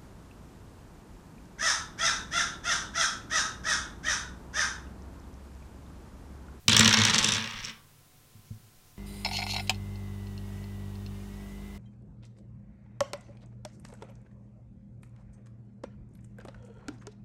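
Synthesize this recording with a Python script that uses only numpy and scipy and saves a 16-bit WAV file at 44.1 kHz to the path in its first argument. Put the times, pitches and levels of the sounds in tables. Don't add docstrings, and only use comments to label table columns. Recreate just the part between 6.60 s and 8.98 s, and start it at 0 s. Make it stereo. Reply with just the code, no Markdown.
import sys
import numpy as np
from scipy import signal
from scipy.fft import rfft, irfft
from scipy.io import wavfile
from scipy.ndimage import uniform_filter1d

SR = 44100
rng = np.random.default_rng(int(sys.argv[2]) if len(sys.argv) > 2 else 0)


def dump(signal):
    limited = np.clip(np.atleast_2d(signal).T, -1, 1)
    pcm = np.round(limited * 32767).astype(np.int16)
    wavfile.write(sys.argv[1], SR, pcm)


def boost_factor(decibels):
    exponent = np.asarray(decibels, float) / 20
    return 10 ** exponent


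N = 104913


def read_curve(points, hz):
    f, value = np.transpose(points)
    return np.interp(np.log(hz + 1), np.log(f + 1), value)


def evened(x):
    return x / np.sqrt(np.mean(x ** 2) + 1e-20)


def add(mix, s, sound):
    part = mix[round(s * SR):][:len(sound)]
    part += sound[:len(part)]


def resonate(x, hz, width):
    turn = np.exp(2j * np.pi * np.cumsum(hz * np.ones(len(x))) / SR)
    r = np.exp(-np.pi * width / SR)
    smooth = signal.lfilter([1 - r], [1, -r], x / turn + 1e-18)
    return 2 * (turn * smooth).real


def resonate_twice(x, hz, width):
    return evened(resonate(resonate(x, hz, width), hz, width))


def coloured(x, points):
    hz = np.fft.rfftfreq(len(x), 1 / SR)
    return irfft(rfft(x) * boost_factor(read_curve(points, hz)), len(x))


def highpass(x, hz):
    return signal.sosfilt(signal.butter(2, hz, "high", fs=SR, output="sos"), x)


# (frequency [Hz], level [dB per Hz])
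HISS = [(20, 0.5), (55, -16), (100, 0), (150, -12), (300, -13.5), (700, -20.5), (2000, -21.5), (16000, -24)]
# (frequency [Hz], level [dB rms], steadiness [ratio])
FAN_HUM = [(94, -68, 0), (144, -67, 0), (739, -79, 2), (1035, -79, 2), (1338, -85, 1)]


def room_tone():
    t = np.arange(N) / SR
    tone = boost_factor(-59) * evened(coloured(rng.standard_normal(N), HISS))
    for hz, db, steadiness in FAN_HUM:
        wavering = evened(resonate(rng.standard_normal(N), hz, 4))
        steady = 2 * steadiness * np.sin(2 * np.pi * hz * t)
        tone += boost_factor(db) * evened(wavering + steady)
    return tone


def push(contact_s):
    shape = np.hanning(int(contact_s * SR) + 3)
    return shape / shape.sum()


# (time [s], level [dB], contact [s])
HAND_BUMPS = [
    (.057, -44, 0.0018),
    (1.748, -40.5, 0.0055),
    (1.788, -49, 0.0027),
    (1.9038, -27, 0.0057),
    (1.907, -40, 0.0023),
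    (1.935, -47.5, 0.0033),
]
# (frequency [Hz], level [dB], time to fall 60 dB [s])
TABLE_MODES = [(106.6, -9.5, .16), (109.5, -7.5, 0.19), (143, -12.5, .06), (222.1, -4, 0.23),
               (328, -18.5, .13), (444.6, -13, 0.11), (560, -13, 0.11), (1160, -16.5, .06),
               (1560, -17.5, .05)]
MODE_SIGNS = [-1, -1, -1, 1, -1, 1, -1, 1, -1]
# (time [s], level [dB re tick])
DICE_WEIGHT = [(.081, 2.5), (.095, -7.5), (.13, 0.5), (.165, -6.5), (.186, 2.5), (.2, 0), (.25, -4.5),
               (.3, -3), (.35, -7.5), (.39, 0), (.45, -7.5), (.52, -1), (.6, -3), (.7, -2), (.85, -4),
               (1.1, -2)]


def table_top():
    delay_s, contact_s = .002, .0006
    wood_share, spot_spread = .2, .3
    t = np.arange(SR // 2) / SR
    out = np.zeros(N)
    for (hz, mode_db, t60), sign in zip(TABLE_MODES, MODE_SIGNS):
        force = np.zeros(N)
        for s, db, _, _, wood_db in STRIKES:
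            weight_db = np.interp(s, *np.transpose(DICE_WEIGHT))
            blow = boost_factor(db + wood_share * wood_db + weight_db)
            spot = 1 + spot_spread * np.log(hz / 90) * rng.standard_normal()
            add(force, s + delay_s, blow * spot * push(contact_s))
        for s, db, bump_s in HAND_BUMPS:
            add(force, s, boost_factor(db) * push(bump_s))
        ring = sign * boost_factor(mode_db - 60 * t / t60) * np.sin(2 * np.pi * hz * t)
        out += signal.oaconvolve(force, ring)[:N]
    return highpass(out, 78)


# (frequency [Hz], time to fall 60 dB [s])
ROOM_DECAY = [(200, 0.78), (1000, 0.64), (2000, 0.27), (4000, 0.35), (7000, 0.28), (12000, 0.84)]


def room(x):
    start_s, tilt_db = 0.0067, -5
    taps = np.zeros(SR)
    at = np.arange(0, SR - 20, 20) + rng.integers(0, 20, (SR - 1) // 20)
    taps[at] = rng.choice([-1., 1.], at.shape)
    taps[:round(start_s * SR)] = 0
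    hz, t, z = signal.stft(taps, SR, nperseg=128)
    decay_db = -60 * t / read_curve(ROOM_DECAY, hz)[:, None]
    treble_db = tilt_db * np.log2(np.maximum(hz, 2000) / 2000)[:, None]
    tail = signal.istft(z * boost_factor(decay_db + treble_db), SR, nperseg=128)[1]
    return signal.fftconvolve(x, tail / np.linalg.norm(tail))[:N]


ROCK_HASTE = 1.5


def tick(db, bright_db, top_db, wood_db, haste):
    paths_per_s = 11000
    bright_s, dull_s, sink_s, knock_s = 0.0037, 0.0057, 0.0043, 0.0027
    t = np.arange(700) / SR * haste
    noise = rng.standard_normal(700)
    paths = np.tanh(noise) * (rng.random(700) < paths_per_s / SR) + (t == 0)
    early = paths * np.exp(-(t / bright_s) ** 2)
    late = paths * np.exp(-(t / dull_s) ** 2)

    bright_hz = 5546 * (1 + .05 * np.tanh(noise[-1]))
    bright = resonate_twice(early, bright_hz, 2260)
    edge = evened(np.diff(early, prepend=0))
    top = resonate_twice(early, 7474, 2900) + boost_factor(-9) * edge
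    dull_hz = 2850 + (3800 - 2850) * np.exp(-t / sink_s)
    dull = resonate_twice(late, dull_hz, 1900)
    knock = resonate_twice(paths * t * np.exp(-t / knock_s), 1772, 2460)

    rings = boost_factor(bright_db + 0.5) * bright + boost_factor(top_db + 6) * top
    return boost_factor(db - 9.5) * (rings + dull + boost_factor(wood_db + 1) * knock)


# (time [s], level [dB])
RATTLE_LEVEL = [
    (.08, -38),
    (.3, -38),
    (.6, -38),
    (.8, -40),
    (0.9, -44),
    (1.02, -46),
    (1.06, -43),
    (1.11, -47),
    (1.14, -90),
]


def rattle():
    contacts_per_s, spread_db = 370, 3
    level_db = np.interp(np.arange(N) / SR, *np.transpose(RATTLE_LEVEL), left=-200, right=-200)
    louder_db = spread_db * np.minimum(rng.exponential(1, N), 2)
    size = boost_factor(level_db + louder_db) * (rng.random(N) < contacts_per_s / SR)
    kind = rng.integers(0, 8, N)
    out = np.zeros(N)
    for k in range(8):
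        contact = tick(-8.5, 3.1 * (k - 6), 1.2 * k - 19, -1.5, ROCK_HASTE)
        out += signal.oaconvolve(size * (kind == k), contact)[:N]
    return out


# (time [s], level [dB], bright ring [dB re tick], top [dB re tick], wood knock [dB re tick])
LANDING_STRIKES = [(0.0813, -14.5, -1, -8.5, -25.5), (0.0942, -24, -7, 1, -6), (0.099, -22.5, -9, -15, -18),
                   (0.1146, -26.5, -15, -7, 0), (0.1203, -21, -19, -10, -13), (0.1298, -24.5, 3, -7, -5),
                   (0.1322, -22, -5.5, -18, -10.5), (0.146, -20, -16, -18, -4.5), (0.1657, -17, 3, 0, -2.5),
                   (0.1775, -30.5, 8, -4, -12), (0.1846, -31, 0, -28, 0.5), (0.1937, -15, -5, 2, -14),
                   (0.2068, -20, 1, -15.5, 4.5), (0.213, -39, 3, -17, -5.5), (0.2295, -22.5, -13, -25, -1),
                   (0.2465, -22, 2.5, -14, -6), (0.2565, -16.5, -6, -17, -5.5), (0.277, -16, -2, -8.5, -4),
                   (0.292, -25.5, 0, -3, -5.5), (0.3072, -30, 2, -23, 9.5), (0.3113, -31, -9, -25, -8.5),
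                   (0.3278, -21.5, 0, -10, 0), (0.3384, -22.5, 2.5, -18, 1.5), (0.3425, -21.5, 1, -38, 0.5),
                   (0.37, -25, 1, -25, 3.5), (0.379, -26, -13, -24, 0), (0.3878, -26, 3, -18, -4.5),
                   (0.3985, -30, 3, -24, 5), (0.4068, -29.5, -6, -26, 4.5), (0.4172, -21, -4, -17, -3),
                   (0.4365, -24.5, -0.5, -17, -3), (0.4415, -33.5, -9, -18.5, -1)]
# (time [s], level [dB], bright ring [dB re tick], top [dB re tick], wood knock [dB re tick])
ROLLING_STRIKES = [(0.451, -22.5, 1.5, -1, -6.5), (0.4542, -27, -5, -16, -4), (0.4662, -28.5, -17, -7, 1),
                   (0.4731, -30.5, 3, -9.5, 5.5), (0.4823, -27.5, -3, -9, 3.5),
                   (0.4965, -24.5, -2.5, -10, -2.5), (0.5017, -31.5, 3, -4, 3.5),
                   (0.5077, -26, -7.5, -20, -12), (0.533, -30, -8.5, -13, 3.5), (0.539, -28, 0, -12, 0),
                   (0.5446, -29, 7, -0.5, 5), (0.5543, -32, 0, -6, 5), (0.559, -26.5, -6, -4, -1),
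                   (0.5815, -25, 2, -0.5, -12), (0.587, -29.5, 9.5, -4, 2), (0.593, -30.5, -9, 0.5, -3),
                   (0.602, -36, -11, -3, 6), (0.614, -31.5, -11, -10, -9), (0.628, -29.5, 0, -5, -9),
                   (0.635, -32.5, 1, -3, 3), (0.6441, -24.5, 2.5, 1, -10), (0.65, -29, -17, -15, -9),
                   (0.657, -34, -11, -4, -7), (0.6634, -31, -12, -10, -1.5), (0.6729, -37, 7, -7.5, -2),
                   (0.6817, -32.5, -1, -13, -4), (0.6876, -24.5, -2, -3, -4.5), (0.6987, -39, -8, -10, 3),
                   (0.706, -31.5, -2, -10, -5), (0.7208, -28.5, 2, 0.5, -15), (0.7252, -27.5, -13, -17, -8),
                   (0.7365, -33.5, 4, 0, -3.5), (0.7474, -32, 1.5, -6, -9), (0.754, -30, -4, -22, 0),
                   (0.766, -32.5, 0, -11, -2), (0.78, -32.5, -8, -10.5, 1.5)]
# (time [s], level [dB], bright ring [dB re tick], top [dB re tick], wood knock [dB re tick])
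ROCKING_STRIKES = [(0.7948, -39, -12, -20, -1), (0.804, -39, -5, -21, -12), (0.812, -37, -12, -21, -1),
                   (0.824, -38, -0.5, -24, -3), (0.8304, -42, -7, -17, -2), (0.8425, -35, -6, -21, -6),
                   (0.8587, -38, -7, -12, -2.5), (0.8745, -41.5, 0, -3, 0.5), (0.905, -47.5, -8, -6, -2),
                   (0.909, -45.5, 3, -16, -2), (0.9123, -45, -8, -13, -14), (0.934, -42, -17, -7, -2.5),
                   (0.9396, -44, -5, -19, -1), (0.96, -43.5, -14, -18, -8), (0.9676, -43.5, -12, -16.5, -4),
                   (0.972, -49.5, -30, -26, 6), (0.979, -46.5, -15, -20, -2), (0.989, -43, -10, -19, -6),
                   (0.995, -44.5, -2, -21, -6), (1.0007, -46, -3, -18, 0), (1.0091, -53, -10, -25, -1),
                   (1.0346, -44, 0.5, -15, 0.5), (1.0409, -41.5, -6, -4, -10), (1.048, -43.5, 12, -3, -8.5),
                   (1.0547, -45, 6, 4.5, -9), (1.0655, -46, -5, -11, -8), (1.072, -42.5, -2, -13, -1.5),
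                   (1.085, -44.5, 3, -5, -3), (1.0969, -40.5, -8, -11, -13), (1.103, -48.5, -6.5, -16, -2)]
STRIKES = LANDING_STRIKES + ROLLING_STRIKES + ROCKING_STRIKES
# (frequency [Hz], level [dB])
ROCKING_COLOUR = [(1000, -2.5), (2500, 4), (3800, -5), (5500, -0.5), (7000, -5), (7900, -1), (8800, -7.5),
                  (12000, -8)]
# (frequency [Hz], level [dB])
AIR_COLOUR = [(300, -35.5), (900, 1.5), (2000, 4), (3500, 6), (6000, 5.5), (8500, -6), (11000, -6),
              (16000, -26)]


def dice():
    rocking_from_s = .79
    air = rattle()
    for s, *levels in STRIKES:
        add(air, s, tick(*levels, ROCK_HASTE if s > rocking_from_s else 1))
    rocking_part = np.clip((np.arange(N) / SR - rocking_from_s) / .02, 0, 1)
    heard = air * (1 - rocking_part) + coloured(air * rocking_part, ROCKING_COLOUR)
    return coloured(heard, AIR_COLOUR)


# (time [s], level [dB])
LEG_SWAYS = [(.1, -46), (.2, -43), (.36, -45), (.5, -46), (.6, -40), (.72, -49), (0.946, -43),
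             (1.011, -43.5), (1.199, -69), (1.799, -57), (1.921, -52), (2.17, -65.5)]


def table_sway():
    sway_hz, rise_s = 34, 0.013
    t = np.arange(SR // 2) / SR
    swell = t / rise_s * np.exp(1 - t / rise_s)
    thud = swell * np.sin(2 * np.pi * sway_hz * t)
    out = np.zeros(N)
    for s, db in LEG_SWAYS:
        add(out, s, boost_factor(db) * thud)
    return out


# (time [s], length [s], level [dB])
SLEEVE_BRUSHES = [
    (1.8, .2, -69),
    (2.2, .17, -70),
]


def sleeve():
    cloth = resonate_twice(rng.standard_normal(SR // 2), 5700, 2000)
    out = np.zeros(N)
    for s, length, db in SLEEVE_BRUSHES:
        swell = np.hanning(round(length * SR))
        add(out, s, boost_factor(db) * swell * cloth[:len(swell)])
    return out


def scene():
    wood = table_top() + table_sway()
    air = dice()
    echoes = room(boost_factor(-8.5) * air + boost_factor(-20) * wood)
    mono = room_tone() + wood + air + echoes + sleeve()
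    return np.array([mono, mono])


def band_limit(x):
    return signal.sosfilt(signal.butter(12, 16830, fs=SR, output="sos"), x)


def record(dry):
    limit = .42
    held = dry / (1 + abs(dry / limit) ** 4) ** .25
    overloaded = uniform_filter1d(1. * (abs(dry[0]) > limit), 200) > 1e-6
    top = highpass(np.roll(held[0], 30), 10000)
    held = held + boost_factor(-11) * overloaded * top * np.array([[1], [-1]])
    mix = signal.oaconvolve(held, signal.firwin(301, 16150, fs=SR)[None], "same")
    return band_limit(mix)


dry = scene()
out = record(dry)
dump(out)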